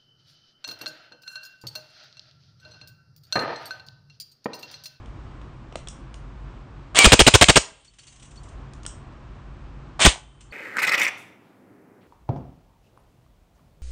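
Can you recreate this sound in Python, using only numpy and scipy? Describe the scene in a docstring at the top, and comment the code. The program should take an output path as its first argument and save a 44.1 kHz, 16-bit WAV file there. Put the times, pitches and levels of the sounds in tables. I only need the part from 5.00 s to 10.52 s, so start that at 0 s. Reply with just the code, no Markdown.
"""A whirring, clacking eight-round burst, then one shot: an electric airsoft rifle close by in a small room.
Each cycle the geared motor draws the spring, the piston snaps free and slams home, and the pellet thumps
into a trap. Spent pellets bounce about; the gun clicks in the hand. The shots overload the recorder,
whose gain control ducks the ventilation rumble and lets it creep back."""
import sys
import numpy as np
from scipy import signal
from scipy.fft import rfft, irfft, next_fast_len
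from scipy.io import wavfile
from scipy.ndimage import uniform_filter1d

SR = 44100
rng = np.random.default_rng(int(sys.argv[2]) if len(sys.argv) > 2 else 0)


def dump_mix(stems):
    """Bounce the given channels to the path in sys.argv[1] as a 16-bit WAV at rate SR."""
    frames = np.atleast_2d(stems).T  # one column per channel
    limited = np.clip(frames, -1, 1)  # hard clip at full scale
    pcm = np.round(limited * 32767).astype(np.int16)
    wavfile.write(sys.argv[1], SR, pcm)


N = 243431
TIME = np.arange(N) / SR

# firing cycles: release t/s, strength/dB, trap delay/s, air puff/dB
SHOTS = [(2.043, 7.5, 0.033, 12), (2.119, 13, 0.023, 0.5), (2.1913, 14, 0.023, 13), (2.265, 15, .019, -1.5),
         (2.338, 15.5, .018, 1), (2.4112, 16.5, .013, 4.5), (2.484, 15.5, .0195, 1.5),
         (2.557, 15, 0.018, 1.5), (5.049, 1, 0.022, 6.5)]
# gear noise spectrum: f/Hz, density/dB
GEAR_SPECTRUM = [(40, -22.5), (400, -10.5), (1000, -11.5), (2300, -3), (3200, -0.5), (4200, -6.5),
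                 (5500, -11), (7200, -8.5), (8800, -7), (12000, -24)]
# plastic click spectrum: f/Hz, density/dB
CLICK_SPECTRUM = [(200, -13), (1000, -2), (2200, 0.5), (3100, 4.5), (4500, -3), (5800, 1.5), (7000, -1.5),
                  (8800, 1), (12000, -15.5)]


def shots(release_db=-1.2, recoil_db=-9, slam_db=0.63, trap_db=-2.5):
    """The piston snaps free, jolts the gun and slams into the cylinder head; the pellet hits the trap."""
    # piston release and slam spectra: f/Hz, density/dB
    release = [(60, -5.5), (150, -1), (400, -2), (1200, -8.5), (2200, -7.5), (3200, 2), (4200, -10),
               (5500, -18), (8800, -8.5), (12000, -19.5)]
    slam = [(30, -7), (70, 4.5), (180, 4.5), (400, -2), (600, 2.5), (800, -0.5), (1500, -2), (2300, -5),
            (3200, -4.5), (5000, -8), (7000, -8.5), (9000, -10), (12000, -15)]
    # gearbox knocks: t/s, level/dB
    knocks = [(1.9884, 4.5), (2.219, 7.5), (2.441, 12.5), (5.076, -9)]
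    out = np.zeros(N)
    for s, db, delay_s, _ in SHOTS:
        add(out, s, amp(db + release_db) * strike(release, rise_s=.0016, hold_s=.0038, decay_s=.0044))
        add(out, s + .003, amp(db + recoil_db) * mode(hz=140, rise_s=.002, decay_s=.006))
        add(out, s + .0088, amp(db + slam_db) * strike(slam, rise_s=.0012, hold_s=.0092, decay_s=.0048))
        add(out, s + delay_s - .004, amp(db + trap_db) * trap_thump())  # peaks near the delay
    for s, db in knocks:
        add(out, s, amp(db) * strike(GEAR_SPECTRUM, rise_s=.00083, hold_s=.0014, decay_s=.0015))
    return out


def trap_thump(start_hz=680, slide_s=.0083, rise_s=.0031, decay_s=.004):
    """A padded target gives way: its pitch slides down as it dies."""
    t = TIME[:4096]
    cycles = start_hz * slide_s * (1 - np.exp(-t / slide_s))
    envelope = np.minimum(t / rise_s, 1) * np.exp(-np.maximum(t - rise_s, 0) / decay_s)
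    return np.sin(2 * np.pi * cycles) * envelope


def motor(coast_s=.058, sag=.1, waver=.012):
    """Gear teeth whine and rattle; the motor spins up, sags as the spring tightens, and coasts down."""
    # trigger pulls: on/s, off/s, unloaded mesh f/Hz, spin-up/s, swell/s, rattle/dB, whine/dB
    pulls = [(1.946, 2.589, 2677, .013, .24, -14, -15.5), (4.992, 5.089, 3890, 0.022, .09, -21.5, -29)]
    # growl of the labouring motor in the stock: f/Hz, density/dB
    growl_spectrum = [(100, -29.5), (450, -12), (620, -3), (780, -10), (980, 1), (1300, -10), (2000, -13),
                      (6000, -37.5)]
    out = np.zeros(N)
    for on_s, off_s, unloaded_hz, spin_up_s, swell_s, rattle_db, whine_db in pulls:
        t = TIME[:round((off_s - on_s + 6 * coast_s) * SR)]
        coast = np.exp(-np.maximum(on_s + t - off_s, 0) / coast_s)
        speed = (1 - np.exp(-t / spin_up_s)) * coast
        mesh_hz = unloaded_hz * speed * (1 - .09 * strain(t, length_s=.14))
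        load = sum(np.exp(-abs(s - on_s - t) / .03) * (on_s + t < s) for s, *_ in SHOTS)
        wobble = unit_rms(uniform_filter1d(rng.standard_normal(len(t)), size=90))
        phase = 2 * np.pi * np.cumsum(mesh_hz * (1 - sag * load) * (1 + waver * wobble)) / SR
        slower_gears = amp(-15) * np.sin(phase / 2) + amp(-17) * np.sin(phase / 3)
        whine = np.sin(phase) + amp(-16) * np.sin(2 * phase) + slower_gears
        whine *= amp(-130 * (1 - speed))  # sings only near full speed
        whine *= amp(whine_db + 27 * strain(t, length_s=.125))
        growl_db = -10 - 6 * np.log2(np.maximum(mesh_hz, 600) / 2600)  # louder when slow
        growl = amp(growl_db) * noise(growl_spectrum, len(t))
        rub = 1 + .42 * np.cos(phase / 10)  # ten-tooth pinion, once a turn
        rattle = rub * (noise(GEAR_SPECTRUM, len(t)) + growl)
        rattle *= amp(rattle_db + 17.6 * strain(t, length_s=.19))
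        envelope = (1 - np.exp(-t / swell_s)) * coast ** 2
        add(out, on_s, envelope * (whine + rattle))
    return out


def strain(t, length_s):
    """Gear strain on starting from rest: holds near one, then eases off."""
    return 1 / (1 + (t / length_s) ** 4)


def metal_ring(x, coil_db=-6, coil_t60_s=.22, shiver_db=-21, shiver_t60_s=1.1, count=60):
    """Blows and rattle ring the gearbox shell and the spring's crowded modes; a faint shiver lingers."""
    # spring and shell modes: f/Hz, level/dB, t60/s
    main_modes = [(974, -6, 0.12), (2266, 1.5, 0.11), (2555, -2, 0.092), (3075, -22, 1.2), (3177, -26, 1.4),
                  (6246, -3.5, 0.32), (6840, 4, 0.25), (7060, -2.5, .2), (8580, 0.5, 0.099)]
    t = TIME[:SR]
    coil_hz = 3800 + 5500 * (np.arange(count) + rng.random(count)) / count
    modes = list(main_modes) + [(hz, coil_db, coil_t60_s) for hz in coil_hz]
    ring = sum(amp(db - 60 * t / t60_s) * np.sin(2 * np.pi * (hz * t + rng.random()))
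               for hz, db, t60_s in modes)
    shiver = noise(GEAR_SPECTRUM, len(t), tilt_db_oct=4) * amp(-60 * t / shiver_t60_s)
    response = ring / np.linalg.norm(ring) + amp(shiver_db) * shiver / np.linalg.norm(shiver)
    return signal.oaconvolve(x, response)[:N]


def muzzle_puffs():
    """Air from the muzzle pushes the microphone's diaphragm slowly to and fro."""
    out = np.zeros(N)
    for s, *_, db in SHOTS:
        add(out, s + .023, 1.5 * amp(db) * mode(hz=53.77, rise_s=.0058, decay_s=.01))
    return out


def handling(ping_db=-27, latch_db=.5):
    """Plastic clicks in the hand, each with a thin ping and a latch tick; pitched knocks of the stock."""
    # clicks: t/s, level/dB, tilt/(dB/octave)
    clicks = [(.059, -47, -4.5), (0.415, -43, -8.5), (.725, -38.5, -9), (0.7564, -28.5, -4),
              (.873, -36.5, -3.5), (.885, -29.5, 4.5), (1.142, -40, -1), (3.735, -44, 2),
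              (3.833, -43.5, .5), (3.852, -35.5, -6.5), (3.864, -26, 5.5)]
    # knocks of stock and fittings: t/s, level/dB, f/Hz
    knocks = [(.7563, -20, 643), (.761, -27, 255), (.873, -34, 3300), (2.72, -19, 146.5),
              (3.864, -30, 1395), (5.159, -16.5, 734), (5.178, -18.5, 850)]
    out = np.zeros(N)
    for s, db, tilt in clicks:
        click = strike(CLICK_SPECTRUM, rise_s=.00032, hold_s=.0003, decay_s=.0026, tilt_db_oct=tilt)
        add(out, s, amp(db) * click)
        add(out, s, amp(db + ping_db + tilt / 2) * mode(hz=5670, rise_s=.0011, decay_s=.052))
        add(out, s, amp(db + latch_db - .83 * tilt) * mode(hz=2920, rise_s=.00031, decay_s=.00074))
    for s, db, hz in knocks:
        add(out, s, amp(db) * mode(hz=hz, rise_s=.00031, decay_s=.0024))
    return out


def pellet_bounces(wet_db=-5, skitter_count=9):
    """Pellets tick on hard things across the room and skitter to rest; some give a short, dry ping."""
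    # ticking and pinging bounces: t/s, level/dB
    tick_hits = [(2.847, -33), (2.9355, -38), (2.9858, -27.5), (3.0686, -33), (3.1228, -39.5),
                 (3.2242, -38.5), (5.407, -38.5)]
    ping_hits = [(2.877, -23), (2.993, -25), (3.075, -29), (3.372, -37), (5.51, -35)]
    # skitter: start/s, end/s, first level/dB, last level/dB
    skitter = (3, 3.5, -35, -56)
    start_s, end_s, first_db, last_db = skitter
    progress = (np.arange(skitter_count) + rng.random(skitter_count)) / skitter_count
    skitter_hits = [(start_s + u * (end_s - start_s), first_db + u * (last_db - first_db))
                    for u in progress]
    ticks, pings = np.zeros(N), np.zeros(N)
    for s, db in list(tick_hits) + skitter_hits:
        tick = strike(CLICK_SPECTRUM, rise_s=.00058, hold_s=.0066, decay_s=.0087, tilt_db_oct=2)
        add(ticks, s, amp(db) * tick)
    for s, db in ping_hits:
        add(pings, s, amp(db) * mode(hz=4440, rise_s=.0058, decay_s=.01))
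    return ticks + pings + amp(wet_db) * room(ticks)


def room(x):
    """Dense reflections, each band dying at its own rate."""
    # reflection spectrum: f/Hz, level/dB
    spectrum = [(40, -15), (200, -8), (700, -3.5), (1500, 0), (3000, 4), (4500, 2), (7000, 9), (9000, 4.5)]
    # decay: f/Hz, t60/s
    t60 = [(100, .28), (700, 0.5), (2000, 0.36), (5000, 0.29), (9000, .27)]
    onset = np.clip((TIME[:SR // 2] - .004) / .008, 0, 1)
    hz, t, bands = signal.stft(onset * rng.standard_normal(len(onset)), SR, nperseg=256)
    bands *= amp(log_interp(spectrum, hz)[:, None] - 60 * t / log_interp(t60, hz)[:, None])
    tail = signal.istft(bands, SR, nperseg=256)[1]
    return signal.oaconvolve(x, tail / np.linalg.norm(tail))[:N]


def ventilation(rumble_db=-41.5, swell_db=.8, waver_rad=.44):
    """Rumble and hum; one slow drift sways the rumble's level and the hum's phase."""
    # rumble spectrum: f/Hz, density/dB
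    rumble = [(12, -29), (20, -14), (33, -9), (50, 2.5), (75, -9.5), (141, -7), (164, -15.5), (359, -18.5),
              (419, -25), (891, -26), (1070, -23.5), (2050, -36), (2460, -36), (8560, -56.5), (10000, -81),
              (13000, -112), (22000, -120)]
    # hum tones: f/Hz, level/dB
    tones = [(49.5, -47), (136, -49.5)]
    drift = unit_rms(low_pass(noise([(1, 0), (4, -6), (12, -60), (40, -120)], N), hz=100))
    hum = sum(amp(db) * np.sin(2 * np.pi * hz * TIME + waver_rad * drift) for hz, db in tones)
    return amp(rumble_db + swell_db * drift) * noise(rumble, N) + hum


def strike(spectrum, rise_s, hold_s, decay_s, tilt_db_oct=0):
    """A blow into densely packed modes: swells, chatters briefly, dies."""
    t = TIME[:4096]
    envelope = np.minimum(t / rise_s, 1) * np.exp(-np.maximum(t - rise_s - hold_s, 0) / decay_s)
    return noise(spectrum, len(t), tilt_db_oct) * envelope


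def mode(hz, rise_s, decay_s):
    """One damped mode with a soft start."""
    t = TIME[:SR // 2]
    return np.sin(2 * np.pi * hz * t) * np.minimum(t / rise_s, 1) * np.exp(-t / decay_s)


def noise(spectrum, size, tilt_db_oct=0):
    """Unit-rms shaped noise; the tilt pivots at 4 kHz."""
    length = next_fast_len(size)
    hz = np.fft.rfftfreq(length, 1 / SR)
    octaves = np.log2(np.maximum(hz, 500) / 4000)
    gain = amp(log_interp(spectrum, hz) + tilt_db_oct * octaves)
    return unit_rms(irfft(rfft(rng.standard_normal(length)) * gain, length)[:size])


def log_interp(points, hz):
    point_hz, value = np.transpose(points)
    return np.interp(np.log(hz + 1), np.log(point_hz + 1), value)


def low_pass(x, hz):
    return signal.oaconvolve(x, signal.firwin(301, hz, window=("kaiser", 8), fs=SR), "same")


def amp(db):
    return 10 ** (np.asarray(db) / 20)


def unit_rms(x):
    return x / np.sqrt(np.mean(x ** 2) + 1e-20)


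def add(mix, start_s, sound):
    part = mix[round(start_s * SR):][:len(sound)]
    part += sound[:len(part)]


def scene():
    """Rifle, pellets and ventilation in the room; mono."""
    gun, hand = shots() + motor(), handling()
    ring = metal_ring(amp(-19) * gun)
    wet = room(amp(-18.5) * gun + amp(-7) * hand)
    return (gun + hand + ring + muzzle_puffs() + wet + pellet_bounces() + ventilation())[None]


def gain_control(x, limit_db=-14, attack_s=.099, max_cut_db=21, hold_s=.32, recover_db_per_s=40, hop=64):
    """Gain falls, fast at first, while the level is over the limit; holds; creeps back."""
    level_db = 10 * np.log10(abs(uniform_filter1d(x ** 2, size=256)[::hop]) + 1e-12)
    step_s = hop / SR
    cut_db, quiet_s, cuts_db = 0, 0, []
    for db in level_db:
        quiet_s += step_s
        if db > limit_db:
            cut_db += (max_cut_db - cut_db) * step_s / attack_s
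            quiet_s = 0
        if quiet_s > hold_s:
            cut_db = max(cut_db - recover_db_per_s * step_s, 0)
        cuts_db.append(cut_db)
    return x * amp(-np.interp(TIME, TIME[::hop], cuts_db))


def record(dry):
    """Narrow-band microphone, gain control, hard overload, band limit."""
    mic = low_pass(dry[0], hz=9250)
    overloaded = np.clip(gain_control(mic), -1, 1)
    return low_pass(overloaded, hz=16200)[None]


dry = scene()
out = record(dry)
dump_mix(out)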